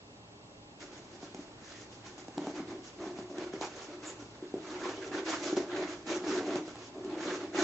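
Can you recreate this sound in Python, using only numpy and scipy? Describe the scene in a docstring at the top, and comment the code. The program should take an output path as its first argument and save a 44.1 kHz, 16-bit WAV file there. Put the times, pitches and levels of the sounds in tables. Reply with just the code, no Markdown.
"""In a small room, over a work table, hands roll a thin plastic sheet into a cone.
Ventilation hums quietly throughout. With each push the layers slide over each other with a grainy
hiss, and the bending sheet gives a hollow rumble. Now and then it buckles with a snap, small creases
tick past its edge, or it catches and squeaks. The table and the walls echo these sounds."""
import sys
import numpy as np
from scipy import signal
from scipy.io import wavfile
from scipy.ndimage import uniform_filter1d

SR = 44100
rng = np.random.default_rng(int(sys.argv[2]) if len(sys.argv) > 2 else 0)


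def generate_wav(sig):
    """Save sig (samples, or channels by samples) to the path in sys.argv[1] as 16-bit PCM at SR."""
    pcm = np.round(np.clip(np.atleast_2d(sig).T, -1, 1) * 32767).astype(np.int16)
    wavfile.write(sys.argv[1], SR, pcm)


N = 336483


def from_db(db):
    """Turn decibels into a factor to multiply by."""
    return 10 ** (np.asarray(db) / 20)


def unit_rms(x):
    """Scale a signal so that its average strength (rms) is 1."""
    return x / np.sqrt(np.mean(x ** 2) + 1e-20)


def white():
    """Plain noise, equally strong at every pitch."""
    return rng.standard_normal(N)


def at_hz(curve, hz):
    """Read a curve at one frequency, with octaves evenly spaced."""
    freqs, values = np.transpose(curve)
    return np.interp(np.log(hz), np.log(freqs), values)


def drift(rate_hz):
    """A smooth random wobble of typical size 1."""
    step, warm_up = 40, 2000
    r = np.exp(-2 * np.pi * step * rate_hz / SR)
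    noise = rng.standard_normal(N // step + warm_up + 2)
    slow = signal.lfilter([1], [1, -2 * r, r * r], noise)[warm_up:]
    return np.interp(np.arange(N) / step, np.arange(len(slow)), unit_rms(slow))


def resonate(x, hz, width_hz):
    """Ring at one pitch; the smaller the width, the longer the ring."""
    r = np.exp(-np.pi * width_hz / SR)
    feedback = [1, -2 * r * np.cos(2 * np.pi * hz / SR), r * r]
    return signal.lfilter(np.array([1, 0, -1]) * (1 - r * r) / 2, feedback, x + 1e-18)


def ringing(force, modes, wander_db):
    """A force rings the sheet's natural tones (modes), each more or less as the contact moves."""
    return unit_rms(sum((-1) ** k * from_db(db + wander_db * drift(17)) * resonate(force, hz, width)
                        for k, (hz, width, db) in enumerate(modes)))


def fade(kicks, t60):
    """Let each kick die away; t60 is the time in seconds to fall by 60 dB."""
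    return signal.lfilter([1], [1, -from_db(-60 / (t60 * SR))], kicks + 1e-18)


def slips(per_s, spread_db):
    """Tiny clicks of uneven size at random moments."""
    happens = rng.random(N) < per_s / SR
    sizes = from_db(spread_db * np.clip(white(), -2, 2))
    return unit_rms(happens * sizes * rng.choice([-1, 1], N))


# how alike left and right sound: f/Hz, likeness (1 = the same)
STEREO_LIKENESS = [(50, .95), (130, .98), (350, .995), (700, .94), (1200, .83), (1900, .47), (2700, 0),
                   (3800, .12), (5200, .38), (7200, .73)]
# how much louder left is than right: f/Hz, level/dB
STEREO_BALANCE = [(300, -.3), (800, -.8), (1200, -2.4), (1700, -2.2), (2300, -4.8), (3000, -2.2),
                  (4500, -1.4), (7000, -.5)]
def coloured(source, spectrum, flicker_db):
    """Shape noise or clicks into a stereo sound whose third-octave bands each flicker; rms 1."""
    edges = 22 * 2 ** (np.arange(27) / 3)
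    pairs = [np.array([source(), source()]) for _ in range(2)]
    out, sides = np.zeros((2, N)), np.array([[1], [-1]])
    for k, (low, high) in enumerate(zip(edges, edges[1:])):
        if high < spectrum[0][0]:
            continue
        hz = np.sqrt(low * high)
        band = signal.butter(2, [low, high], "band", fs=SR, output="sos")
        mid, side = signal.sosfilt(band, pairs[k % 2] + 1e-18)
        alike = at_hz(STEREO_LIKENESS, hz)
        level_db = at_hz(spectrum, hz) + flicker_db * drift(21) + sides * at_hz(STEREO_BALANCE, hz) / 2
        out += from_db(level_db) * (np.sqrt(1 + alike) * mid + np.sqrt(1 - alike) * side * sides)
    return unit_rms(out)


# tones of the ventilation: f/Hz, level/dB
HUM_TONES = [(113, -64), (301, -64.5), (412, -67), (581, -69), (815, -70.5), (2708, -77)]
# tone colour of the moving air: f/Hz, relative level/dB
AIR_COLOUR = [(25, -11), (60, -1.5), (170, -0.5), (230, 2.5), (350, -2.5), (600, -4.5), (1120, -8.5),
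              (1350, -18.5), (2000, -18.5), (4000, -18.5), (7400, -21)]
# tone colour of the faint hiss around it: f/Hz, relative level/dB
WIDE_COLOUR = [(40, -8.5), (150, -1.5), (600, 4.5), (1500, 1.5), (2800, 1.5), (5000, -2.5), (7500, -16)]
def ventilation():
    """Air rushes softly and steadily, with a few wavering tones and a faint, wide hiss."""
    hum = sum(from_db(db) * unit_rms(resonate(white(), hz, 3 + 0.018 * hz)) for hz, db in HUM_TONES)
    wide_hiss = unit_rms(coloured(white, WIDE_COLOUR, flicker_db=1)[0]) * [[1], [-1]]
    air = coloured(white, AIR_COLOUR, flicker_db=0.86)
    return from_db(-55.5) * air + hum + from_db(-59.5) * wide_hiss


# swells of rubbing and rumble, from pushes or from ringing on after a snap:
# t/s, length/s, rasp level/dB, hiss level/dB, rumble level/dB
SWELLS = [(0.793, 0.033, -50, -51.5, -52), (0.899, 0.081, -58.5, -58.5, -57),
          (1.104, 0.049, -63.5, -61, -53), (1.2, 0.052, -56.5, -55.5, -65),
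          (1.33, 0.078, -59, -60.5, -55.5), (1.602, 0.21, -59, -53.5, -59),
          (1.905, 0.03, -62.0, -57.5, -63), (2.026, 0.057, -52.5, -54, -59.5),
          (2.174, 0.028, -56.0, -53.5, -54.5), (2.347, 0.16, -52, -57.5, -42),
          (2.536, 0.055, -47.5, -56, -43), (2.668, 0.051, -50, -59.5, -39), (2.824, 0.052, -57, -52.5, -73),
          (2.968, 0.11, -49.5, -56.0, -40), (3.147, 0.061, -53.5, -58, -46), (3.29, 0.031, -75, -60.5, -43),
          (3.34, 0.098, -46.5, -56.5, -40.5), (3.517, 0.033, -48.5, -56.5, -43.0),
          (3.603, 0.043, -44, -45.5, -46.5), (3.687, 0.148, -50, -53.5, -53),
          (3.862, 0.079, -50.5, -60.5, -47), (4.011, 0.083, -46, -51.5, -48),
          (4.183, 0.033, -56, -55, -50.0), (4.422, 0.032, -63, -82, -51), (4.54, 0.27, -48, -55.5, -43.5),
          (4.79, 0.11, -40.5, -49, -40.5), (4.896, 0.18, -49, -55.5, -44.5),
          (5.1, 0.079, -39.5, -50.5, -36.5), (5.239, 0.091, -35.0, -41.5, -35),
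          (5.378, 0.12, -41.0, -43, -36.5), (5.558, 0.022, -38.5, -45, -33), (5.666, 0.16, -40, -51, -35),
          (5.861, 0.054, -45.5, -48.5, -43.5), (6.051, 0.091, -38, -44.5, -33),
          (6.207, 0.17, -40.5, -46.5, -32.5), (6.414, 0.15, -41.5, -50, -35),
          (6.628, 0.075, -54, -57.5, -70), (6.696, 0.17, -55.5, -57.5, -52.5),
          (6.938, 0.042, -72, -83, -43), (7.009, 0.17, -50, -65, -39.0), (7.075, 0.07, -62, -67, -40.5),
          (7.157, 0.19, -40, -47.5, -38), (7.386, 0.054, -47.5, -57, -39), (7.525, 0.14, -33, -39, -29)]
def swelling(layer, t60, rest_db, grip_s=0.8, rise_share=0.75):
    """The loudness of one layer of sound: each swell rises, holds, then dies away."""
    t = np.arange(N) / SR
    power = from_db(rest_db) ** 2 * (t > grip_s)  # once held, the sheet never quite rests
    column = ["rasp", "hiss", "rumble"].index(layer)
    for start, length, *levels_db in SWELLS:
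        span = slice(int(start * SR), int(start * SR) + SR)
        age = t[span] - start
        rise = np.sin(np.pi / 2 * np.clip(age / (rise_share * length), 0, 1))
        fallen_db = 60 * np.maximum(age - length, 0) / t60
        power[span] += (rise * from_db(levels_db[column] - fallen_db)) ** 2
    return np.sqrt(power)


# tone colour of the broad faces rubbing: f/Hz, relative level/dB
RASP_COLOUR = [(300, -25.5), (500, -0.5), (800, -4.5), (1100, -5), (1500, -4), (2100, -8), (2800, -11),
               (4200, -13.5), (8000, -46.5)]
# higher tones of the sheet, rung by the rubbing: f/Hz, width/Hz, relative level/dB
RUB_TONES = [(840, 41, 3.5), (1083, 85, -1), (1342, 61, 0), (1388, 53, 1.5), (1525, 55, -2), (1805, 10, 1),
             (2298, 56, -7)]
# tone colour of the sliding edge: f/Hz, relative level/dB
HISS_COLOUR = [(900, -26), (2000, 1), (3000, 5.5), (4000, 4), (5200, 6.5), (6400, 8), (8000, -17.5)]
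def sliding(rasp_gain, hiss_gain):
    """Thousands of tiny slips a second blur into rasp and hiss; the unsteady grip shakes both."""
    flutter = drift(39)
    rub = coloured(lambda: slips(per_s=2500, spread_db=3.5), RASP_COLOUR, flicker_db=2.5)
    ring = ringing(slips(per_s=2500, spread_db=1), RUB_TONES, wander_db=4)
    rasp = unit_rms(rub + from_db(-8.5) * ring)
    hiss = coloured(lambda: slips(per_s=9000, spread_db=1), HISS_COLOUR, flicker_db=1.75)
    return rasp * rasp_gain * from_db(flutter) + hiss * hiss_gain * from_db(1.28 * flutter)


# how the roll changes: t/s, relative flap level/dB, thump f/Hz
TIGHTNESS = [(0, -11, 310), (3.2, -10, 290), (3.5, -19, 368), (4.0, -21.5, 371), (5.7, -19, 344),
             (6.2, -13.5, 355.7)]
def tightening():
    """As the cone tightens, its loose flap is rolled in and the stiffer sheet thumps higher."""
    times, flap_db, thump_hz = np.transpose(TIGHTNESS)
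    t = np.arange(N) / SR
    return np.interp(t, times, flap_db), np.interp(t, times, thump_hz)


# hollow tones of the cone: f/Hz, width/Hz, relative level/dB
CONE_TONES = [(312.8, 34.8, 3), (334.5, 20.1, 4.5), (358.6, 21, 1.5), (414, 153, -12), (560, 4.8, -16.5),
              (584.5, 42, -12), (656, 36, -14), (753, 15, -17.5)]
# tones of its loose flap: f/Hz, width/Hz, relative level/dB
FLAP_TONES = [(179.3, 23, -0.5), (232, 89, -4.5), (648, 110, -2), (1060, 270, -10)]
def flexing(rumble_gain):
    """Small jerks of the bending sheet keep the cone and its flap ringing: a hollow rumble."""
    flap_db, _ = tightening()
    jerks = slips(per_s=400, spread_db=1.5)
    bass_cut = signal.butter(3, 215, "high", fs=SR, output="sos")  # an open cone gives off little bass
    cone = signal.sosfilt(bass_cut, ringing(jerks, CONE_TONES, wander_db=1.5))
    rumble = cone + from_db(flap_db) * ringing(jerks, FLAP_TONES, wander_db=2.5)
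    # even out the rumble, so that swells and shudders set its loudness
    rumble /= np.sqrt(uniform_filter1d(rumble ** 2, size=1900) + 1e-12)
    uneven_gain = rumble_gain * from_db(drift(13))
    return rumble * np.hypot(uneven_gain, shudder())


# the soft scrape as sliding begins (first row), then snaps of the sheet, before each part's own gain:
# t/s, thump level/dB, knock level/dB, crack level/dB
SCRAPE_AND_SNAPS = [(0.805, -54, -57, -50), (1.2287, -34, -38, -55), (1.346, -34.5, -36, -44),
                    (1.389, -35, -62, -73), (2.18, -47, -42, -52), (2.2826, -36.5, -35.5, -50),
                    (2.374, -27.5, -56, -53), (2.38, -32, -25, -42), (2.47, -26, -26.5, -44),
                    (2.6, -28.5, -34, -58), (3.187, -29, -35, -53), (3.383, -28.5, -56, -43),
                    (3.537, -25.5, -54, -61), (3.6118, -29.5, -28, -40.5), (4.425, -30, -57, -75),
                    (4.54, -21.5, -36, -55), (4.856, -28.5, -32, -49), (5.5279, -20.5, -32, -54),
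                    (5.568, -20.5, -27, -42), (6.5566, -23, -31, -38.5), (6.679, -32.5, -41, -49),
                    (6.756, -44, -37.5, -49), (7.047, -32, -41, -51.5), (7.546, -29, -35, -57)]
def snapping(flap_hz=190, knock_hz=760):
    """A soft scrape, then snaps as the sheet buckles: each a crack, a knock and a few quick swings."""
    thump_t60, flap_t60, knock_t60, crack_t60 = 0.057, 0.027, 0.011, 0.019
    thump_gain_db, flap_gain_db, knock_gain_db, crack_gain_db = -0.5, 8, 3.5, 3
    t = np.arange(SR // 6) / SR

    def ping(hz, db, t60):
        return np.sin(2 * np.pi * hz * t) * from_db(db - 60 * t / t60)

    flap_db, thump_hz = tightening()
    body, crack_gain = np.zeros((2, N + len(t)))
    for start, thump_db, knock_db, crack_db in SCRAPE_AND_SNAPS:
        at = round(start * SR)
        thump = ping(thump_hz[at], thump_db + thump_gain_db, thump_t60)
        flap = ping(flap_hz, thump_db + flap_db[at] + flap_gain_db, flap_t60)
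        knock = ping(knock_hz, knock_db + knock_gain_db, knock_t60)
        body[at:at + len(t)] += flap - thump + knock
        crack_gain[at:at + len(t)] += from_db(crack_db + crack_gain_db - 60 * t / crack_t60)
    # a thin sheet gives off little bass, and its soft motion little treble
    band = signal.butter(2, [150, 2600], "band", fs=SR, output="sos")
    return signal.sosfilt(band, body[:N] + 1e-18) + crack_gain[:N] * cracking()


def shudder(below_thump_db=9.5, rise_s=0.005):
    """The loudness of the rumble that spreads through the sheet after each scrape or snap."""
    kicks = np.zeros(N)
    for start, thump_db, _, _ in SCRAPE_AND_SNAPS:
        kicks[round(start * SR)] = from_db(thump_db - below_thump_db)
    lag = np.exp(-1 / (rise_s * SR))
    return signal.lfilter([1 - lag], [1, -lag], fade(kicks, t60=0.097))


# tone colour of a popping crease: f/Hz, relative level/dB
CRACK_COLOUR = [(900, -2), (1600, 3.5), (3000, 4.5), (8000, 0)]
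def cracking():
    """The bright, flickering noise from which each crack and tick is cut."""
    return coloured(white, CRACK_COLOUR, flicker_db=2)


def crinkling(hiss_gain, per_s=14, level_db=-7):
    """Small creases flick past the sliding edge with faint, dry ticks."""
    flicks = (rng.random(N) < per_s / SR) * rng.uniform(0.25, 1, N)
    return fade(flicks, t60=0.011) * hiss_gain * from_db(level_db) * cracking()


# moments when the sheet catches: middle t/s, length/s, f/Hz, level/dB
CATCHES = [(1.74, 0.23, 1830, -59.5), (3.636, 0.043, 840, -40.5), (4.084, 0.06, 7080, -45.5),
           (6.69, 0.044, 3730, -64.5)]
def squeaking():
    """Where the sheet catches, the slips bunch into a brief, rough squeak."""
    t, out = np.arange(N) / SR, 0
    for middle, length, hz, db in CATCHES:
        width_hz = 250 + 0.11 * hz
        chatter = resonate(resonate(white(), hz, width_hz), hz, width_hz)
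        swell = np.exp(-(2 * (t - middle) / length) ** 2)
        out += from_db(db) * swell * unit_rms(chatter)
    return out


# echoes off the table and near walls: delay t/s, level/dB
NEAR_ECHOES = [(0.0128, -14.5), (0.0274, -15), (.0385, -11)]
def room(sound, t60=0.24, tail_db=-8, bass_width=0.07):
    """A few clear echoes within a blurred, fading tail whose bass is nearly the same left and right."""
    t = np.arange(SR // 2) / SR
    tails = rng.standard_normal((2, len(t))) * from_db(-60 * t / t60) * (t > 0.008)
    bass = signal.butter(2, [120, 1800], "band", fs=SR, output="sos")
    treble = signal.butter(2, 1800, "high", fs=SR, output="sos")
    narrow_tails = tails[0] + bass_width * tails[1] * [[1], [-1]]
    response = signal.sosfilt(bass, narrow_tails) + signal.sosfilt(treble, tails)
    response *= from_db(tail_db) / np.sqrt(np.sum(response ** 2, axis=1, keepdims=True))
    smear = signal.windows.hann(round(0.0008 * SR))  # clutter on the surfaces dulls each echo
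    for delay, db in NEAR_ECHOES:
        at = round(delay * SR)
        response[:, at:at + len(smear)] += from_db(db) * smear / smear.sum()
    return signal.fftconvolve(sound, response, axes=1)[:, :N]


def scene():
    """The sheet slides, bends and snaps; the room adds its echoes and its hum."""
    rasp_gain = swelling("rasp", t60=0.28, rest_db=-62)
    hiss_gain = swelling("hiss", t60=0.28, rest_db=-67)
    rumble_gain = swelling("rumble", t60=0.41, rest_db=-61)
    rubbing = sliding(rasp_gain, hiss_gain) + crinkling(hiss_gain)
    sheet = rubbing + flexing(rumble_gain) + snapping() + squeaking()
    return sheet + room(sheet) + ventilation()


def record(dry, cutoff_hz=7900):
    """Cut away the highest treble steeply."""
    return signal.sosfilt(signal.ellip(10, 0.3, 80, cutoff_hz, fs=SR, output="sos"), dry)


dry = scene()
out = record(dry)
generate_wav(out)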